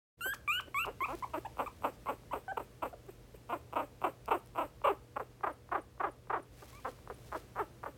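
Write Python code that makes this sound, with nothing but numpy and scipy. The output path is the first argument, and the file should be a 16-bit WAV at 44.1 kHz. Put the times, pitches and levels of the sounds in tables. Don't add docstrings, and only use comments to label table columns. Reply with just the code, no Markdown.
import sys
import numpy as np
from scipy import signal
from scipy.fft import rfft, irfft, next_fast_len
from scipy.io import wavfile
from scipy.ndimage import map_coordinates

SR = 44100
rng = np.random.default_rng(int(sys.argv[2]) if len(sys.argv) > 2 else 0)


def master(y):
    cut = np.clip(np.atleast_2d(y).T, -1, 1)
    pcm = np.round(cut * 32767)
    wavfile.write(sys.argv[1], SR, pcm.astype(np.int16))


def attenuation_scalar(level_db):
    decades = np.asarray(level_db, float) / 20
    return 10 ** decades


N = 351477


def unit(x):
    return x / np.sqrt(np.mean(x ** 2) + 1e-20)


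def along(points, hz):
    f, v = np.transpose(points)
    return np.interp(np.log(hz + 1), np.log(f + 1), v)


def curve(rows):
    return np.interp(np.arange(N) / SR, *np.transpose(rows))


def wobble(rate, size=N):
    knots = rng.standard_normal(int(size * rate / SR) + 4)
    return map_coordinates(knots, [np.arange(size) * rate / SR])


def filtered(x, response):
    m = next_fast_len(N + 8192)
    return irfft(rfft(x, m) * response(np.fft.rfftfreq(m, 1 / SR)), m)[:N]


def hiss(spectrum):
    return unit(filtered(rng.standard_normal(N), lambda hz: attenuation_scalar(along(spectrum, hz))))


# first surge in seconds, main surge in seconds, end in seconds, pulse peak in dB,
# pulse rate in Hz, first surge over main surge in dB, tremble depth in dB.
GRUNTS = [ (.266, 0.264, .288, -33, 282, 4, 2.5), (0.683, 0.68, .688, -37.5, 337, -2, 0.5),
          (0.868, .882, .913, -28.5, 206.4, -4, 1), (1.024, 1.022, 1.033, -35, 320, 2, 2),
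          (1.09, 1.147, 1.156, -31, 345, -3.5, 1), (1.346, 1.385, 1.389, -27.5, 338, -0.5, 2),
          (1.573, 1.601, 1.652, -25, 288.4, -15, 6), (1.824, 1.851, 1.9, -23, 300, -16.5, 5.5),
          (2.0611, 2.099, 2.138, -25, 287, -12, 8), (2.337, 2.36, 2.389, -29, 229.4, 3, 5),
          (2.577, 2.603, 2.63, -30.5, 316.6, 4.5, 22), (2.832, 2.861, 2.884, -28, 285, 1.5, 4),
          (3.093, 3.096, 3.104, -41, 344, 1.5, 0.5), (3.351, 3.348, 3.354, -47, 300, 5.5, 1.5),
          (3.502, 3.537, 3.574, -27, 360.4, -4.5, 3.5), (3.7341, 3.767, 3.848, -24.5, 320.6, -6.5, 16.5),
          (4.0185, 4.047, 4.101, -22.5, 391.4, -11, 14.5), (4.285, 4.319, 4.378, -21.5, 472, -7.5, 15.5),
          (4.5592, 4.589, 4.664, -25, 346.6, -8.5, 7), (4.851, 4.88, 4.936, -22, 592.4, 0, 5.5),
          (5.169, 5.205, 5.234, -28, 266.5, 0.5, 21.5), (5.442, 5.474, 5.524, -27, 342.8, 2, 12),
          (5.725, 5.756, 5.8, -25, 406, -1, 8), (6.008, 6.044, 6.1, -25.5, 420, -1.1, 13),
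          (6.306, 6.339, 6.403, -26, 469.6, -1.5, 13.5), (6.632, 6.629, 6.653, -42, 266, 3.5, -1.5),
          (6.856, 6.883, 6.903, -29, 266, 0, 3), (7.076, 7.104, 7.128, -29.5, 261, -9, 30.5),
          (7.326, 7.356, 7.382, -26.5, 337, -6, 7), (7.565, 7.608, 7.643, -27, 449, -8.5, 2),
          (7.838, 7.864, 7.9, -30, 300, -2.5, 25.5), ]
# time in seconds,
# peak in dB.
CLICKS = [(2.235, -53.5), (4.818, -41), (5.41, -44), (5.692, -44), (5.979, -51.5), (6.273, -51),
          (6.99, -52)]
# frequency in Hz, relative level in dB.
TOWARDS = [(220, -13), (400, -6.5), (1000, 0), (1350, -6), (1750, -28), (2200, -21), (2650, -17),
           (3150, -27), (3700, -40), (4500, -52), (6000, -75)]
AWAY = [(220, -16.5), (450, -4.5), (1150, 2.5), (1900, -14), (2500, -22.5), (3300, -35), (4300, -46),
        (6000, -75)]
SHUT = [(220, -11.5), (400, 12), (900, -11.5), (1700, -14.5), (3000, -25), (5000, -58)]
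# time in seconds, level in dB.
FACING = [(1.1, -61), (1.4, -53), (2.6, -52.5), (3.6, -55), (4.6, -53.5), (5.3, -60.5), (6.5, -73),
          (7.6, -58)]
LEAD_S = .0115


def grunts():
    pulses, shut, air = np.zeros(N), np.zeros(N), np.zeros(N)
    for row in GRUNTS:
        first = round((row[0] - LEAD_S) * SR)
        rate, db = grunt_shape(*row)
        cycles = np.cumsum(rate) / SR
        cycles -= cycles[round(LEAD_S * SR)] % 1
        early, size = rng.standard_normal((99, 2))[:int(cycles[-1]) + 1].T
        at = np.searchsorted(cycles, np.arange(len(size)) - .03 * np.abs(early))
        pulses[first + at] = attenuation_scalar(db[at] + size) * (at > 0)
        left_s = np.arange(len(db))[::-1] / SR
        shut[first:first + len(db)] = np.clip(1.25 - left_s / 0.035, 0, 1)
        air[first:first + len(db)] = .4 * attenuation_scalar(.5 * (db + 25))
        tail = np.exp(-np.arange(round(.05 * SR)) / (.02 * SR))
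        air[first + len(db):][:len(tail)] = 0.34 * tail[:N - first - len(db)]
    for s, db in CLICKS:
        pulses[round(s * SR)] = attenuation_scalar(db)

    away = curve([(5.0, 0), (5.3, 1)])
    opened = pulses * (1 - shut)
    voice = throat(opened * (1 - away), TOWARDS, 0.0017)
    voice += throat(opened * away, AWAY, 0.002)
    voice += attenuation_scalar(-4.5) * throat(pulses * shut, SHUT, 0.0012)

    puffs = np.convolve(12 * pulses, np.hanning(round(.0015 * SR)))[round(.002 * SR):]
    breath = unit(filtered(rng.standard_normal(N), nose))
    return voice + attenuation_scalar(curve(FACING)) * (air + np.resize(puffs, N)) * breath


def grunt_shape(surge, main, end, db, hz, surge_db, tremble_db):
    build_share = .75
    onset_db = 15.5
    fade_db, fade_bend = 11, 1.8
    later_tremble_db, tremble_dies_s = 6, .06
    build_halving_db, tremble_halving_db = 7, 9
    rest_hz = 300

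    t = surge - LEAD_S + np.arange(round((end - surge + LEAD_S) * SR)) / SR
    build = np.interp(t, [surge, surge + build_share * (main - surge)], [surge_db, 0])
    onset = -onset_db * np.clip((surge - t) / LEAD_S, 0, 1) ** 2
    fading = np.clip((t - main) / (end - main), 0, 1)
    fade = -fade_db * fading ** fade_bend
    swing = (1 - np.cos(2 * np.pi * (t - main) / (main - surge))) / 2
    later_db = later_tremble_db * np.tanh(tremble_db / later_tremble_db)
    depth_db = np.where(t < main, tremble_db, later_db)
    tremble = -depth_db * swing * np.exp(-np.maximum(t - main, 0) / tremble_dies_s)
    rate = hz * 2 ** (build / build_halving_db + tremble * swing ** .4 / tremble_halving_db)
    rate = rate * (rest_hz / hz) ** fading
    return rate, db + build + onset + tremble * swing ** 1.06 + fade


def throat(pulses, colour, lag_s):
    def slide(f):
        return 2 * np.pi * lag_s * (1000 * np.log(np.maximum(f, 250)) - f)

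    def response(f):
        size = attenuation_scalar(along([(20, -80)] + colour + [(20000, -90)], f))
        return -size * np.exp(-1j * (slide(f) - slide(1000)))

    one_pulse = irfft(response(np.fft.rfftfreq(4096, 1 / SR)))
    return filtered(pulses, response) / np.abs(one_pulse).max()


# centre in Hz, width of one filter pass in Hz, relative level in dB.
NOSE = [(2550, 800, 5), (8300, 1500, 1), (13300, 3200, 1.5)]


def nose(f):
    return sum(attenuation_scalar(db) * (1j * f * w / (c * c - f * f + 1j * f * w)) ** 2 for c, w, db in NOSE)


# start in seconds, voice break in seconds, end in seconds, low pitch in Hz,
# high pitch in Hz, level in dB before the mouth colours it, second harmonic over that level in dB.
SQUEAKS = [(0.208, 0.24, .339, 1355, 1641, -33.5, -9.5), (0.477, 0.519, .603, 1155, 1513, -34.5, 2),
           (0.744, 0.79, .853, 1073, 1413, -35, 0.5), (1.005, 1.043, 1.061, 998, 1282, -34.5, -1.5),
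           (1.224, 1.237, 1.25, 952, 1119, -36.5, -9.5), (1.449, 1.46, 1.47, 770, 964, -40, -8),
           (1.661, 1.673, 1.683, 1104, 1245, -39.5, -9.5), (2.066, 2.074, 2.094, 1020, 1099, -39.5, -10),
           (2.311, 2.322, 2.336, 924, 1073, -41.5, -11), (2.48, 2.512, 2.528, 748, 793, -39.5, -0.5),
           (2.928, 2.932, 2.946, 694, 682, -45.5, -4), (6.727, 6.749, 6.8, 1055, 1190, -60, -2)]
# frequency in Hz, relative level in dB.
OVERTONES = [(3000, 16), (4600, -15), (5900, -21), (7900, 5), (9500, -16), (12500, 3), (15800, -14)]
# time in seconds, level in dB.
SHRILL = [(.27, -51.5), (.55, -60.5), (.8, -57.5), (1.03, -68.5), (1.25, -80), (1.5, -71), (2.5, -79.5),
          (2.9, -92)]


def squeaks():
    top_hz = 15800
    voice, puffs = np.zeros(N), np.zeros(N)
    for row in SQUEAKS:
        first = round(row[0] * SR)
        hz, first_db, second_db = squeak_shape(*row)
        turn = 2 * np.pi * np.cumsum(hz * (1 + 0.007 * wobble(171.4, size=len(hz)))) / SR
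        order = np.arange(3, 15)[:, None]
        scatter_db = rng.normal(0, 3, order.shape)
        flutter_db = 3 * np.array([wobble(40, size=len(hz)) for _ in order])
        upper = attenuation_scalar(along(OVERTONES, order * hz) + scatter_db + flutter_db)
        upper = upper * (order * hz < top_hz) * np.sin(order * turn)
        shrill = attenuation_scalar(curve(SHRILL)[first] + 0.083 * (second_db - second_db.max()))
        shrill *= np.sin(np.linspace(.25, np.pi, len(hz)))
        note = attenuation_scalar(first_db) * np.sin(turn) + attenuation_scalar(second_db) * np.sin(2 * turn + 1)
        note += shrill * upper.sum(0)
        edge = np.minimum(np.arange(len(hz)), np.arange(len(hz))[::-1]) / (0.00075 * SR)
        voice[first:first + len(hz)] += np.sqrt(2) * note * np.minimum(edge, 1)
        puff = np.hanning(round(0.02 * SR))
        puffs[first + len(hz) - 200:][:len(puff)] += attenuation_scalar(curve(SHRILL)[first] + 6.5) * puff
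    return voice + puffs * hiss(CLOTH)


# frequency in Hz, gain in dB.
MOUTH = [(700, 0.5), (1020, 0.5), (1210, -.5), (1410, -9.5), (1560, -3), (2050, -8), (2420, 1),
         (2850, -3.5), (3300, -10)]


def squeak_shape(start, jump, end, low_hz, high_hz, db, second_db):
    jump_share, jump_s = .45, 0.012
    sharp, sharp_s = 0.096, 0.0018
    flick, flick_s = 0.067, 0.0047
    drop, drop_s = 0.39, 0.0093
    attack_db, attack_s = 2.7, 0.0057
    release_db, release_s = 3.9, 0.0054
    pop_db, second_dies_db = 1.5, 15

    t = np.arange(round((end - start) * SR)) / SR
    left = t[::-1]
    step = np.tanh((start + t - jump) / jump_s) / 2 + .5
    even = np.minimum(t / (end - start - drop_s), 1)
    hz = low_hz + (high_hz - low_hz) * (jump_share * step + (1 - jump_share) * even)
    letting_go = np.clip(1 - left / drop_s, 0, 1)
    flick_up = flick * np.clip(1 - (left - drop_s) / flick_s, 0, 1)
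    hz = hz * (1 + sharp * np.exp(-t / sharp_s) + flick_up - drop * letting_go)
    db = db - attack_db * np.exp(-t / attack_s) - release_db * np.exp(-left / release_s)
    first = db + along(MOUTH, hz) + pop_db * np.sin(np.pi * letting_go)
    second = db + second_db + along(MOUTH, 2 * hz) - second_dies_db * letting_go
    return hz, first, second


WHISTLES = [4.378, 5.522, 5.809, 6.108, 6.42, 7.136]


def whistles():
    out, t = np.zeros(N), np.arange(round(0.021 * SR)) / SR
    for s in WHISTLES:
        hz = (10100 - 65000 * t) * (1 + 0.033 * wobble(320, size=len(t)))
        tone = np.sin(2 * np.pi * np.cumsum(hz) / SR)
        out[round(s * SR):][:len(t)] += attenuation_scalar(-62.5) * np.hanning(len(t)) * tone
    return out


# time in seconds, level in dB before the grain is added.
RUSTLE = [(.9, -81), (1.1, -60.5), (1.4, -69.5), (4.6, -84), (6.48, -87), (6.58, -60.5), (6.9, -64),
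          (7.05, -74), (7.38, -60), (7.5, -78)]
# frequency in Hz, relative level in dB per Hz.
CLOTH = [(300, -14.5), (2000, -14.5), (6000, -19), (15000, -24)]
# time in seconds, peak in dB.
TICKS = [(1.1523, -39), (1.1887, -42), (1.1954, -42), (3.0654, -49), (4.2587, -37), (4.4603, -46),
         (4.4727, -44)]


def cloth():
    grain_db = 1.5 * wobble(40) + 2 * wobble(300)
    out = attenuation_scalar(curve(RUSTLE) + grain_db) * hiss(CLOTH)
    t = np.arange(round(.004 * SR)) / SR
    for s, db in TICKS:
        crack = rng.standard_normal(len(t)) * attenuation_scalar(-60 * t / .005)
        out[round(s * SR):][:len(t)] += attenuation_scalar(db) * crack / np.abs(crack).max()
    return out


# frequency in Hz, rms level in dB around which it wavers.
HUM = [(120, -62.5), (480, -73), (586, -77.5)]
# frequency in Hz, relative level in dB per Hz.
AIR = [(25, -61), (45, 3), (90, -2.5), (200, -10), (450, -11.5), (900, -22.5), (2500, -28.5),
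       (15000, -38.5)]


def appliance():
    t = np.arange(N) / SR
    lines = np.zeros(N)
    for hz, db in HUM:
        level = np.sqrt(2) * attenuation_scalar(db + 0.58 * wobble(3.8))
        lines += level * np.sin(2 * np.pi * hz * t + 0.97 * wobble(2.5))
    return lines + attenuation_scalar(-58 + 1.4 * wobble(1.094)) * hiss(AIR)


# frequency in Hz, time to fall by 60 dB in seconds.
WALLS = [(400, 0.2), (2000, 0.25), (12000, 0.25)]


def room(x):
    hz, t, z = signal.stft(rng.standard_normal(SR // 2), SR, nperseg=256)
    decay = attenuation_scalar(-60 * t / along(WALLS, hz)[:, None])
    tail = signal.istft(z * decay, SR, nperseg=256)[1]
    late = np.pad(x, (round(.004 * SR), 0))
    return signal.fftconvolve(late, tail / np.linalg.norm(tail))[:N]


def scene():
    high, low = squeaks(), grunts()
    echoes = attenuation_scalar(-12.0) * room(high) + attenuation_scalar(-15.5) * room(low)
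    return (high + low + echoes + whistles() + cloth() + appliance())[None]


def low_pass(x):
    return signal.sosfilt(signal.butter(12, 16500, fs=SR, output="sos"), x)


def record(dry):
    start_s, fade_s = 0.17, 0.031
    fade = np.clip((np.arange(N) / SR - start_s) / fade_s, 0, 1)
    return low_pass(dry * fade)


dry = scene()
out = record(dry)
master(out)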